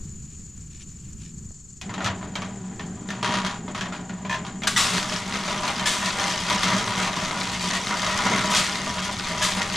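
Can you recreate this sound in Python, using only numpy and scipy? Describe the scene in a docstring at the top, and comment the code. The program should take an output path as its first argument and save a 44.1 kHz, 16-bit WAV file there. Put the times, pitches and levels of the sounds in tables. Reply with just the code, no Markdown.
"""Cement mixer by a wood

After a quiet start with a far engine and stirred stones, a steel drum booms and clatters beside trilling insects.
Modal synthesis: random impacts excite the decaying modes of drum, frame and blade.
The ring gear's teeth shake the drum, and it binds at the same places in every turn.
Gravel then tumbles as dense impacts while the shovel scrapes; insects and open air are tones and shaped noise."""
import sys
import numpy as np
from scipy import signal
from scipy.fft import rfft, irfft, next_fast_len
from scipy.io import wavfile
from scipy.ndimage import uniform_filter1d

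SR = 44100
rng = np.random.default_rng(int(sys.argv[2]) if len(sys.argv) > 2 else 0)


def output_pcm(signal):
    """Save a mono or channel-first signal as 16-bit PCM at the path in sys.argv[1].

    Samples are clipped to [-1, 1] before scaling.
    """
    pcm = np.clip(np.atleast_2d(signal).T, -1, 1) * 32767
    wavfile.write(sys.argv[1], SR, np.round(pcm).astype(np.int16))


N = 430416
TIME = np.arange(N) / SR

# Table levels are relative: the functions add their own trims. Spectra give only the shape.

# start of the motor, arrival of the first gravel [s]
START_S, LOAD_S = 1.82, 4.78
# one turn of the drum, moment from which turns are counted [s]
TURN_S, FIRST_TURN_S = 1.71, 1.29
# gear: mean tooth rate [1/s], rms play [share of a tooth]
TEETH_PER_S, TOOTH_PLAY = 63.9, .045
# wall spots: largest detuning from spot to spot [share], rms favouring of modes [dB], spots passed [1/s]
DETUNE, SPOT_DB, SPOTS_PER_S = .012, 4.4, 11.7
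# random wavering of the boom's pitch: rms [share of the pitch], rate [1/s]
WAVER, WAVER_PER_S = .023, 11
# between the binds: clatter of the empty and the loaded drum, boom, tumbling stones [dB]
EMPTY_DB, LOADED_DB, BOOM_DB, TUMBLE_DB = -50, -30.5, -35.5, -34.5
# uneven rolling of the stones: rms depth [dB], rate [1/s]
UNEVEN_DB, UNEVEN_PER_S = .5, 14
# rise and fade of the binds, then of the load's slides [s]
BIND_RISE_S, BIND_FADE_S = .014, .05
SLIDE_RISE_S, SLIDE_FADE_S = .035, .04
# rattle left by a knock: level against the knock [dB], fade [s]
AFTER_DB, AFTER_FADE_S = -8, .06
# dull grind of the bearings [dB]
GRIND_DB = -51.5
# rate of the katydid chirps [1/s]
CHIRPS_PER_S = 23.66
# upper limit of the band [Hz]
EDGE_HZ = 15250

# modes of the steel drum wall: (frequency [Hz], width [Hz], level over the plain clang [dB])
WALL = [(615.6, 16, 7), (809, 3.2, 10.5), (964.7, 9.9, 14), (993, 17, 11), (1106, 6.2, 10), (1200, 32, 7),
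        (1430, 14.4, 7.5), (1840, 39, 1.5), (3220, 34, 2.5)]
# low modes of the whole drum on its frame: (frequency [Hz], width [Hz], level [dB])
BODY = [(60.5, 3.7, -24), (113.4, 5.8, -9), (160, 50, -13.5), (188, 9.5, 2.5), (234, 43, -9.5),
        (291.3, 8.5, -5), (378, 16, -9), (435, 10.3, -10.5)]
# modes of the frame at pitch factor 1: (frequency [Hz], width [Hz], level over the plain clang [dB])
FRAME = [(646, 7, 16), (964, 10, 18), (1055, 9, 20), (1700, 18, 11), (1800, 20, 17), (2550, 50, 8),
         (3300, 40, 3)]
# modes of the shovel blade at pitch factor 1: (frequency [Hz], width [Hz], level over the scrape [dB])
BLADE = [(930, 30, 10), (1220, 25, 9), (1950, 22, 22), (3000, 35, 9), (3610, 28, 13), (5830, 22, 17),
         (7700, 32, 11)]
# decay of a blow by 60 dB at length factor 1: (frequency [Hz], time [s])
RING = [(300, 0.83), (1100, 0.69), (2500, 0.44), (6000, 0.26), (12000, 0.18)]

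# radiation of the boom by the drum: (frequency [Hz], gain [dB])
RADIATED = [(25, -29), (60, -18), (110, 2.5), (145, -0.5), (185, 2), (250, -1), (290, -6.5), (420, -3),
            (800, -9), (3000, -40)]
# spectrum of a plain steel clang: (frequency [Hz], level [dB])
CLANG = [(160, -30.5), (280, -1), (502, -10), (602, 0.5), (899, -4.5), (977, -3.5), (1580, -5), (1810, -4),
         (3290, -7.5), (5170, -15), (6200, -12), (15000, -50.5)]
# spectrum of a gear tooth slap: (frequency [Hz], level [dB])
TOOTH = [(300, -14.5), (600, -3), (1250, 4), (2400, 1.5), (4000, 1), (5100, -3.5), (6200, -2.5),
         (8000, -12.5), (10000, -15), (12000, -34), (15000, -57.5)]
# spectrum of falling stones: (frequency [Hz], level [dB])
STONES = [(300, -21), (700, -13.5), (1200, -22), (2000, -5.5), (2600, -6), (3800, -4), (5100, -6.5),
          (7000, -7.5), (8500, -14.5), (10000, -16.5), (12000, -29), (15000, -38)]
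# spectrum of stones ticking at every tooth: (frequency [Hz], level [dB])
TICK = [(1500, -14), (3300, -4), (5100, -6), (6200, 0), (7200, -4), (10000, -11), (12000, -27), (15000, -45)]
# treble limit of the larger stones: (frequency [Hz], gain [dB])
PEBBLE_TREBLE = [(6500, 14), (10000, -29), (15000, -28)]
# spectrum of the load rolling on the wall: (frequency [Hz], level [dB])
ROLL = [(450, -21.5), (610, -7.5), (740, -46), (880, 2), (970, -14), (1250, 1.5), (1450, -1.5), (1650, -33),
        (2100, 4.5), (2800, -34), (6000, -40)]
# spectrum of the grinding bearings: (frequency [Hz], level [dB])
GRIND = [(300, -16), (600, -8.5), (780, 2.5), (1000, -21.5), (1600, -9), (3000, -27.5), (8000, -54)]
# spectrum of stones scraping the blade: (frequency [Hz], level [dB])
SCRAPE = [(130, -8), (500, -15), (1200, 0.5), (1580, -1.5), (1950, -1), (2350, -2.5), (3600, 2),
          (4900, -2.5), (7400, -1), (9400, -8), (15000, -29.5)]
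# spectrum of stones stirred on the ground: (frequency [Hz], level [dB])
RUSTLE = [(400, -19), (1200, -4.0), (3000, 7.5), (6000, 7), (10000, -1), (14000, -48.5)]
# spectrum of the soft pop: (frequency [Hz], level [dB])
POP_SPECTRUM = [(100, 0), (300, -6), (800, -18), (2000, -28), (8000, -60)]
# spectrum of the far insect chorus: (frequency [Hz], level [dB])
CHORUS = [(3000, -37.5), (4000, -38), (4350, -25.5), (4750, -31.5), (5650, -26.5), (6050, -25.5),
          (6500, -14.5), (6700, -26), (7000, -10), (7250, -16.5), (7650, -15.5), (8300, -27.5), (9300, -38),
          (13000, -61)]
# spectrum of the open air: (frequency [Hz], level [dB])
RUMBLE = [(20, 3), (35, -32), (55, 4), (85, 2.5), (130, 0.5), (185, -1), (260, -12.5), (400, -17.5),
          (600, -40.5), (1200, -32.5), (3000, -38.5), (10000, -51), (15000, -49)]
# stereo lean: (frequency [Hz], left over right [dB])
LEAN = [(60, -0.7), (500, 1), (1200, 0.4), (2500, 1.7), (5000, 1.5), (9000, 4), (13000, 5)]
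# diffuse path: (frequency [Hz], gain [dB])
SPREAD = [(30, -15), (90, -25), (180, -31), (350, -18.5), (700, -21.5), (1400, -16.5), (2800, -10.5),
          (6000, -10.5), (9500, -8.5), (13000, -3)]

# how hard the drum binds, one value for each turn [dB]
TURN_DB = [-17, 1, -22, 0.5, -3.5]
# places where the drum binds: (time into the turn [s], hold [s], clatter [dB], boom [dB])
BINDS = [(0.113, 0.18, -42.5, -61), (0.216, 0.16, -26.5, -29.5), (0.427, 0.05, -29.5, -38),
         (0.739, 0.046, -35, -39), (.92, .03, -40, -49), (1.432, 0.036, -38, -45)]
# the load slides down the wall: (time [s], hold [s], clatter [dB], stones [dB], boom [dB])
SLIDES = [(4.904, 0.081, -30, -29.5, -32), (5.084, 0.04, -31, -52, -34), (5.31, 0.032, -35, -57, -31),
          (6.025, 0.022, -43, -28.5, -48), (6.141, 0.17, -29, -32, -55), (6.456, 0.18, -28.5, -33, -36.5),
          (6.65, 0.055, -29, -47, -32), (6.943, 0.083, -26.5, -35.5, -32.5), (7.173, 0.15, -36, -39, -43),
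          (7.61, 0.15, -38, -32, -36), (7.879, 0.039, -25, -43, -47), (7.985, 0.27, -28, -36, -47),
          (8.22, 0.18, -25, -34, -28.5), (9.55, 0.021, -26, -34, -29.5), (9.706, 0.039, -31, -31.5, -45)]
# the load rides up quietly: (middle [s], length [s], change in level [dB])
LULLS = [(5.24, 0.076, -4.5), (5.39, 0.13, -2), (7.115, .04, -5), (9.156, 0.1, -2.5)]
# knocks of drum and load: (time [s], level [dB], treble tilt [dB per decade], ring of the spot [Hz])
KNOCKS = [(1.814, -36, 17, 2480), (1.894, -35, -5, 1010), (1.94, -33.5, 4, 1280), (1.98, -31, -8, 866),
          (2.006, -28.5, -9, 1410), (2.045, -27.5, 11.5, 1300), (2.061, -24, 3.5, 1327),
          (2.074, -30, 1, 1250), (2.213, -41, -5, 1010), (2.228, -34, -15, 974), (2.355, -27.5, 4.5, 3180),
          (2.42, -31.5, 3, 1130), (2.795, -35.5, 0, 1794), (3.088, -34.5, 4, 1800), (3.104, -31, 9, 1820),
          (3.466, -30.5, 13, 3220), (3.68, -33.5, -9, 920), (3.749, -31.5, 7, 1290), (3.81, -27.5, 8, 1670),
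          (3.858, -33.5, -3, 1870), (3.924, -32.5, -4, 1390), (4.095, -36.5, -2, 1445),
          (4.25, -32.5, -7, 1000), (4.62, -34, 4, 2110), (4.635, -28.5, 11, 3350), (5.336, -34, 11, 2280),
          (5.355, -28.5, 10, 1250), (5.479, -27, 5, 1320), (5.526, -30, 0, 1940), (5.634, -28.5, 2, 1240),
          (5.678, -28, 16, 4160), (5.795, -27.5, 10, 3160), (6.187, -28, 9, 1180), (6.5, -28, 22, 3230),
          (6.633, -25, 22, 2080), (6.682, -25, 11, 1470), (6.978, -28, 12, 950), (7.025, -26.5, 15, 840),
          (7.075, -26.5, 4, 956), (7.137, -33, 13, 1490), (7.166, -29, 7, 1050), (7.31, -30.5, -11, 1290),
          (7.901, -31, 5, 1160), (9.618, -26, 14, 1900)]
# the frame catches and clanks: (time [s], level [dB], length of the judder [s], pitch [factor])
CLANKS = [(2.796, -36, 0.012, 1.04), (4.296, -25, 0.055, 0.98), (6.02, -30, 0.066, 1.03),
          (7.704, -29, 0.07, 1.05), (8.03, -30.5, .11, 1.06), (9.43, -36, 0.07, .97)]
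# dull thumps of the frame on its wheels: (time [s], level [dB], frequency [Hz])
THUMPS = [(1.895, -22, 111), (2.05, -18, 111), (2.095, -18, 98), (4.097, -24, 206), (4.476, -35, 189)]
# steady tones of the motor and belt drive: (frequency [Hz], level [dB])
MOTOR = [(119, -52), (238, -53), (360, -61), (743, -64), (1028, -66)]
# stones that run off the shovel: (time [s], hold [s], level [dB])
SPILLS = [(4.79, 0.034, -33), (5.86, 0.022, -31), (8.535, 0.031, -22.5), (9.41, 0.014, -23.5)]
# shovel strokes: (time [s], level [dB], rise [s], fade [s], ring of the blade [dB], pitch [factor])
STROKES = [(4.671, -16, 0.0022, .015, -6.5, 0.83), (4.69, -29, 0.014, 0.081, -20, 0.76),
           (4.763, -17, 0.011, 0.1, -2.5, 1.0), (5.858, -21.5, 0.0039, 0.097, -0.5, 0.89),
           (8.491, -24, 0.019, 0.061, -14, 0.55), (8.55, -22.5, 0.026, 0.065, -5, 0.65),
           (9.42, -21, 0.008, 0.065, -3.5, 0.86)]
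# loose stones stirred by hand: (time [s], hold [s], level [dB])
STIRS = [(.29, .06, -61), (.69, 0.089, -56), (.78, 0.034, -46), (1.17, 0.11, -54.5)]
# partials of the far engine: (multiple of its speed, level [dB])
DRONE = [(2, -52), (3, -66), (4, -60), (5, -54), (6, -49), (7, -57.5), (8, -50), (9, -58)]
# run of the far engine: (time [s], speed [Hz], level [dB])
DRONE_RUN = [(0, 26.3, -0.5), (.55, 26.5, -9), (1.05, 26.17, -5.5), (1.25, 26.8, -1.5), (1.5, 26.7, 4),
             (1.54, 27, -40)]
# later low hum: (start [s], end [s], frequency [Hz], level [dB])
HUM = (2, 2.5, 101.5, -46.5)
# soft pop: (time [s], level [dB])
POP = (1.508, -45)
# pitch arch of a katydid chirp at pitch factor 1: (share of the chirp, frequency [Hz])
ARCH = [(0, 6720), (.25, 7040), (.5, 7130), (.75, 7000), (1, 6650)]
# katydids: (first chirp [s], end [s], chirp length [s], pitch [factor], level [dB])
KATYDIDS = [(.023, 1.5, .024, 1.0, -42), (1.51, 5.2, .024, 1.0, -42), (.0, .53, .03, .98, -45),
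            (.046, 5.2, .022, .925, -53)]
# outdoor rumble: (time [s], level [dB])
OUTDOORS = [(0, -38), (.3, -41), (.5, -42), (1.05, -42), (1.22, -40), (1.49, -41), (1.53, -47),
            (9.76, -41.5)]


def amp(db):
    """Amplitude ratio of a level in dB."""
    return 10 ** (np.asarray(db) / 20)


def decibels(power):
    """Level in dB of a power."""
    return 10 * np.log10(power + 1e-12)


def unit(x):
    """Normalisation to an rms of 1."""
    return x / np.sqrt(np.mean(x ** 2) + 1e-20)


def read(points, hz):
    """Interpolation of a table over log frequency."""
    f, value = np.transpose(points)
    return np.interp(np.log(hz + 1), np.log(f + 1), value)


def curve(rows):
    """Linear interpolation of levels over time."""
    return np.interp(TIME, *np.transpose(rows))


def add(mix, s, sound):
    """Superposition: adds a sound to the mix at s seconds."""
    part = mix[:, max(round(s * SR), 0):][:, :sound.shape[1]]
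    part += sound[:, :part.shape[1]]


def colour(x, points):
    """Linear filtering of a long sound by multiplication of its spectrum."""
    size = next_fast_len(N + 4096)
    gain = amp(read(points, np.fft.rfftfreq(size, 1 / SR)))
    return irfft(rfft(x, size) * gain, size)[..., :N]


def causal(points, size=1024):
    """Minimum phase: the most compact causal click with a given spectrum, from a Hilbert transform."""
    log_gain = np.log(amp(read(points, abs(np.fft.fftfreq(size, 1 / SR)))))
    return np.fft.ifft(np.exp(np.conj(signal.hilbert(log_gain)))).real[None]


def drift(per_s):
    """Slow random fluctuation of rms 1, interpolated between random knots."""
    knots = rng.standard_normal(2048)
    return unit(np.interp(TIME * per_s, np.arange(len(knots)), knots))


def swells(rows, rise, fade):
    """Power envelope of incoherent events (s, hold s, dB) that rise, hold and decay exponentially."""
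    t = TIME[::64]
    power = 0
    for s, hold, db in rows:
        attack = np.clip((t - s) / rise, 0, 1)
        decay = np.exp(-np.maximum(t - s - hold, 0) / fade)
        power = power + (amp(db) * attack * decay) ** 2
    return np.interp(TIME, t, power)


def modes(table, t):
    """Damped resonance: decaying sines of random phase, for the direct and the diffuse path."""
    total = 0
    for hz, width, db in table:
        decay = 2 * np.pi * width / SR * np.exp(-np.pi * width * t)
        total = total + amp(db) * decay * np.cos(2 * np.pi * (hz * t + rng.random((2, 1))))
    return total


def blow(spectrum, table, length, crack, ring_db, size=11025):
    """Impulse response of unit energy: a crack, a dense clang whose treble dies first, clear modes."""
    hz, t, z = signal.stft(rng.standard_normal((2, size)), SR, nperseg=128)
    decay = np.exp(-np.log(1000) * t / (length * read(RING, hz)[:, None]))
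    clang = signal.istft(z * decay, SR, nperseg=128)[1][:, :size]
    clang /= np.linalg.norm(clang[0])
    clang[0, 0] += crack
    clang += amp(ring_db) * modes(table, np.arange(size) / SR)
    sound = signal.fftconvolve(clang, causal(spectrum), axes=1)[:, :size]
    return sound / np.linalg.norm(sound[0])


def impacts(per_s, spread_db, size=N):
    """Poisson-like impacts of rms 1 and random sign, many small and a few large."""
    strength = rng.exponential(1, size)
    sign = rng.random(size, np.float32)
    hit = rng.random(size, np.float32) < per_s / SR
    clicks = np.zeros(size)
    clicks[hit] = amp(spread_db * np.minimum(strength[hit], 4)) * np.sign(sign[hit] - .5)
    return unit(clicks)


def strike(clicks, spectrum, table, length, crack, ring_db, count=6, scatter=1):
    """Position-dependent excitation: recurring spots tune and favour the modes differently."""
    spot = np.floor(TIME * SPOTS_PER_S + scatter * rng.random(N)) % count
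    out = np.zeros((2, N))
    golden = np.arange(len(table)) * (np.sqrt(5) - 1) / 2  # spreads the favoured modes
    tunings = 1 + DETUNE * rng.permutation(np.linspace(-1, 1, count))
    for k, tuning in enumerate(tunings):
        favour_db = SPOT_DB * np.sqrt(2) * np.cos(2 * np.pi * (k / count + golden))
        own = [(hz * tuning, width, db + more - 0.5) for (hz, width, db), more in zip(table, favour_db)]
        sound = blow(spectrum, own, length, crack, ring_db)
        out += signal.oaconvolve((clicks * (spot == k))[None], sound, axes=1)[:, :N]
    return out


def binding(order):
    """Periodic friction: power of clatter (order 0) or boom (order 1) where each turn binds."""
    rows = []
    for turn, turn_db in enumerate(TURN_DB):
        for s, hold, *levels in BINDS:
            rows.append((FIRST_TURN_S + turn * TURN_S + s, hold, levels[order] + turn_db))
    return swells(rows, BIND_RISE_S, BIND_FADE_S)


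def sliding(order):
    """Release of the load: power its slides give to clatter (order 0), stones (1) or boom (2)."""
    rows = [(s, hold, levels[order]) for s, hold, *levels in SLIDES]
    return swells(rows, SLIDE_RISE_S, SLIDE_FADE_S)


def lulls():
    """Reduced excitation: level change in dB while the load rides up the wall."""
    return sum(db * np.exp(-(2 * (TIME - s) / length) ** 2) for s, length, db in LULLS)


def shaking():
    """Addition of powers: clatter and boom levels in dB from running, binds and slides; knocks add clatter."""
    running = amp(np.where(TIME > LOAD_S, LOADED_DB, EMPTY_DB) + .8 * drift(16)) ** 2
    after = swells([(s, 0, db + AFTER_DB) for s, db, *_ in KNOCKS], rise=0.0056, fade=AFTER_FADE_S)
    start_up = np.clip((TIME - START_S) / 0.046, 0, 1) ** 2
    clatter_power = start_up * (running + binding(order=0) + sliding(order=0) + after)
    boom_power = start_up * (amp(BOOM_DB) ** 2 + binding(order=1) + sliding(order=2))
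    return decibels(clatter_power) + lulls(), decibels(boom_power)


def gear(shake_db, teeth):
    """Gear-mesh excitation: each tooth slaps early or late, harder where the drum binds, softer when loaded."""
    tooth = np.floor(teeth + TOOTH_PLAY * drift(TEETH_PER_S))
    new_tooth = np.maximum(np.diff(tooth, prepend=tooth[0]), 0)
    slaps = unit(new_tooth * amp(2 * drift(64)))
    force = amp(-24.8 + 1.25 * (shake_db + 25) - 5.7 * (TIME > LOAD_S))
    return strike(slaps * force, TOOTH, WALL, length=.34, crack=.55, ring_db=3, count=6, scatter=6)


def clatter(shake_db):
    """Random impact excitation: the loose drum rattles on its bearings, less freely where tight or loaded."""
    tight_db = 0.23 * np.maximum(shake_db + 37.0, 0) * (TIME < LOAD_S)
    damping_db = 2.0 * (TIME > LOAD_S) + tight_db
    clicks = impacts(per_s=170, spread_db=4) * amp(shake_db - 2.5 - damping_db)
    return strike(clicks, CLANG, WALL, length=.6, crack=.15, ring_db=7, count=5)


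def boom(boom_db):
    """Sustained resonance: jolts keep the drum's low modes swinging; their pitch wavers at random."""
    f = np.geomspace(20, 3000, 500)
    body_power = sum(amp(db) ** 2 / (1 + (2 * (f - hz) / width) ** 2) for hz, width, db in BODY)
    jolts = np.array([impacts(per_s=500, spread_db=1.5) for path in range(2)])
    swing = colour(jolts, list(zip(f, decibels(body_power) + read(RADIATED, f))))
    swing /= np.sqrt(uniform_filter1d(swing ** 2, SR // 4, axis=1) + 1e-12)  # even level
    warped = np.cumsum(1 + WAVER * drift(WAVER_PER_S)) % N  # reading position
    return unit(np.array([np.interp(warped, np.arange(N), path) for path in swing])) * amp(boom_db)


def knocks():
    """Local modal response: each hard knock rings with one clear mode and a few weak ones."""
    out = np.zeros((2, N))
    for s, db, bright_db, ring_hz in KNOCKS:
        spectrum = [(hz, level + bright_db * np.log10(hz / 1000)) for hz, level in CLANG]
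        weak_hz = np.geomspace(1200, 3600, 3) * rng.uniform(.82, 1.2, 3)
        spot = [(ring_hz, 24, 17)] + [(hz, 30, 11) for hz in weak_hz]
        sound = blow(spectrum, spot, length=.52, crack=.42, ring_db=0)
        add(out, s, amp(db) * np.sqrt(.02 * SR) * sound)  # energy as of 20 ms at that level
    return out


def clanks():
    """Stick-slip: the frame judders, one ringing blow for each tooth that slips by."""
    out = np.zeros((2, N))
    spectrum = [(hz, level + 6.7 * np.log10(hz / 1000)) for hz, level in CLANG]
    for s, db, length, pitch in CLANKS:
        frame = [(hz * pitch, width, level) for hz, width, level in FRAME]
        for delay in np.arange(0, length, 1 / TEETH_PER_S):
            ring = blow(spectrum, frame, length=.7, crack=.25, ring_db=6)
            add(out, s + delay, amp(db) * np.sqrt(SR / TEETH_PER_S) * ring)
    return out


def thumps():
    """Strongly damped oscillation: the frame rocks on its wheels and lands with a short, low thump."""
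    out, t = np.zeros((2, N)), TIME[:SR // 4]
    for s, db, hz in THUMPS:
        swing = np.sin(2 * np.pi * hz * t) * (1 - np.exp(-t / 0.0066)) * np.exp(-t / 0.014)
        add(out, s, amp(db + 1.0) * swing * np.ones((2, 1)))
    return out


def motor():
    """Phase modulation: motor hum and belt whine; the higher a tone, the more it wavers."""
    slip = drift(16)
    tones = 0
    for hz, db in MOTOR:
        cycles = hz * TIME + hz / 2500 * slip + .12 * drift(25)
        tones = tones + amp(db + 3.5 * drift(11)) * np.sin(2 * np.pi * cycles)
    return tones * (TIME > START_S)


def bearings():
    """Friction noise: dense fine impacts make the soft grind of the bearings."""
    grit = np.array([impacts(per_s=1400, spread_db=1.5) for path in range(2)])
    return unit(colour(grit, GRIND)) * amp(GRIND_DB + 1.0 * drift(46)) * (TIME > START_S)


def tumbling():
    """Addition of powers: stone level in dB from uneven rolling, binds, slides and spills."""
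    rolling_power = amp(TUMBLE_DB + UNEVEN_DB * drift(UNEVEN_PER_S)) ** 2
    bind_power = amp(-7.5) ** 2 * binding(order=0)
    spill_power = swells(SPILLS, rise=0.013, fade=0.058)
    power = rolling_power + bind_power + sliding(order=1) + spill_power
    return decibels((TIME > LOAD_S) * power) + lulls()


def rolling(shake_db):
    """Rolling excitation: in the loaded drum stones wake now one mode of the wall, now another."""
    loaded = np.clip((TIME - LOAD_S) / 0.64, 0, 1) ** 0.057
    clicks = impacts(per_s=240, spread_db=3) * loaded * amp(-35.0 + 1.3 * (shake_db + 26.5))
    return strike(clicks, ROLL, WALL, length=0.35, crack=0.083, ring_db=-2.0, count=5)


def gravel(tumble_db, teeth):
    """Granular collisions: stones fall on each other and the wall, and tick as every tooth makes them jump."""
    clumps = impacts(per_s=260, spread_db=2.6)
    jumps = unit(impacts(per_s=16000, spread_db=0) * np.exp(-(teeth % 1) / .06))
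    level = amp(tumble_db)
    falling = strike(clumps * level * amp(-.8), STONES, WALL, length=.5, crack=.55, ring_db=-2, count=5)
    ticking = strike(jumps * level * amp(-8), TICK, [], length=.22, crack=1.2, ring_db=0, count=1)
    return falling + ticking


def pebbles(tumble_db, count=32):
    """Modes of solid bodies: larger stones stand out of the wash, each with its own short clack."""
    t, out = TIME[:2200], np.zeros((2, N))
    for hz in np.geomspace(1000, 4800, count) * rng.uniform(.95, 1.05, count):
        clack = modes([(hz, 55, 2), (1.71 * hz, 200, -3), (3.12 * hz, 700, -7)], t)
        clack /= np.linalg.norm(clack[0])
        for s, strength in zip(rng.uniform(0, N / SR, 28), rng.exponential(1, 28)):
            add(out, s, clack * amp(6.0 * min(strength, 2) - 2 * np.log2(hz / 1000)))
    return unit(colour(out, PEBBLE_TREBLE)) * amp(tumble_db - 3.3)


def shovel():
    """Scraping excitation: the blade rings as a bright rush of stones grates over it; buried, it rings less."""
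    out, t = np.zeros((2, N)), TIME[:SR // 2]
    for s, db, rise, fade, ring_db, pitch in STROKES:
        blade = [(hz * pitch, width, level) for hz, width, level in BLADE]
        force = np.minimum(t / rise, 1) * np.exp(-np.maximum(t - rise, 0) / fade)
        for spot in range(4):
            rush = impacts(per_s=900, spread_db=1.5, size=len(t)) * force / 2
            scrape = blow(SCRAPE, blade, length=.2, crack=1.1, ring_db=-11)
            add(out, s, amp(db) * signal.fftconvolve(rush[None], scrape, axes=1))
        ring = blow(SCRAPE, blade, length=.7, crack=0, ring_db=14)
        add(out, s, amp(db + ring_db) * np.sqrt(.014 * SR) * ring)  # energy as of 14 ms
    return out


def stirring():
    """Granular friction: a hand shifts stones on the ground with a faint rustle and short sweeps."""
    rustle_power = swells([(0.01, 1.3, -64.5)], rise=0.0078, fade=0.0087)
    level = np.sqrt(rustle_power + swells(STIRS, rise=0.027, fade=0.023))
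    clicks = impacts(per_s=1700, spread_db=5.5) * level
    return strike(clicks, RUSTLE, [], length=0.082, crack=0.24, ring_db=0, count=2)


def drone():
    """Harmonic series: a far engine sounds on multiples of its speed; a low hum comes later."""
    times, speeds, levels = np.transpose(DRONE_RUN)
    turns = np.cumsum(np.interp(TIME, times, speeds)) / SR
    run_db = np.interp(TIME, times, levels)
    engine = 0
    for multiple, level in DRONE:
        tone = np.sin(2 * np.pi * (multiple * turns + rng.random()))
        engine = engine + amp(run_db + level + 1.5 * drift(6)) * tone
    start, end, hum_hz, hum_db = HUM
    gate = np.clip(np.minimum(TIME - start, end - TIME) / 0.024, 0, 1)
    hum = amp(hum_db) * gate * np.sin(2 * np.pi * hum_hz * TIME)
    return np.sqrt(2) * (engine + hum)


def pop():
    """Impulse response without clear modes: a soft, dull pop at 1.5 s."""
    out = np.zeros((2, N))
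    s, db = POP
    sound = blow(POP_SPECTRUM, [], length=.1, crack=2, ring_db=0)
    add(out, s, amp(db) * np.sqrt(.01 * SR) * sound)  # energy as of 10 ms
    return out


def insects():
    """Frequency and amplitude modulation: near katydids chirp in arches of pitch over a far, blurred chorus."""
    chop_db = 2.2 * drift(75)
    out = amp(-51.0 + chop_db) * unit(colour(rng.standard_normal((2, N)), CHORUS))
    for start, end, length, pitch, db in KATYDIDS:
        cycle = (TIME - start + 0.00084 * drift(3.1)) * CHIRPS_PER_S % 1
        share = np.clip(cycle / (CHIRPS_PER_S * length), 0, 1)  # progress through the chirp
        hz = pitch * np.interp(share, *np.transpose(ARCH)) + 35 * drift(190)
        active = (TIME > start) * (TIME < end)
        stroke = np.sin(np.pi * share) * active * amp(db - 0.5 + 0.44 * drift(25.8))
        out[0] += stroke * np.sin(2 * np.pi * np.cumsum(hz) / SR)
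    return out


def outdoors():
    """Filtered noise: the low, lumpy rumble of the open air."""
    lumps_db = 1.2 * drift(12)
    return unit(colour(rng.standard_normal((2, N)), RUMBLE)) * amp(curve(OUTDOORS) + lumps_db)


def scene():
    """Superposition of direct and diffuse paths, with level differences placing the sound a little left."""
    shake_db, boom_db = shaking()
    tumble_db = tumbling()
    teeth = TEETH_PER_S * TIME - 1 / 3 + .04 * drift(3)
    mixer = gear(shake_db, teeth) + clatter(shake_db) + boom(boom_db) + knocks() + clanks()
    mixer += thumps() + motor() + bearings()
    load = rolling(shake_db) + gravel(tumble_db, teeth) + pebbles(tumble_db)
    background = drone() + pop() + insects() + outdoors()
    direct, diffuse = mixer + load + shovel() + stirring() + background
    diffuse = colour(diffuse, SPREAD)
    channels = []
    for side in (1, -1):  # left, right
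        lean = [(hz, side * db / 2) for hz, db in LEAN]
        channels.append(colour(direct + side * diffuse, lean))
    return np.array(channels)


def record(dry):
    """Soft saturation rounds off the highest peaks, then a linear-phase low-pass limits the band."""
    rounded = dry / (1 + (dry / .5) ** 4) ** .25
    low_pass = signal.firwin(401, EDGE_HZ, window=("kaiser", 9), fs=SR)
    return signal.oaconvolve(rounded, low_pass[None], "same")


dry = scene()
out = record(dry)
output_pcm(out)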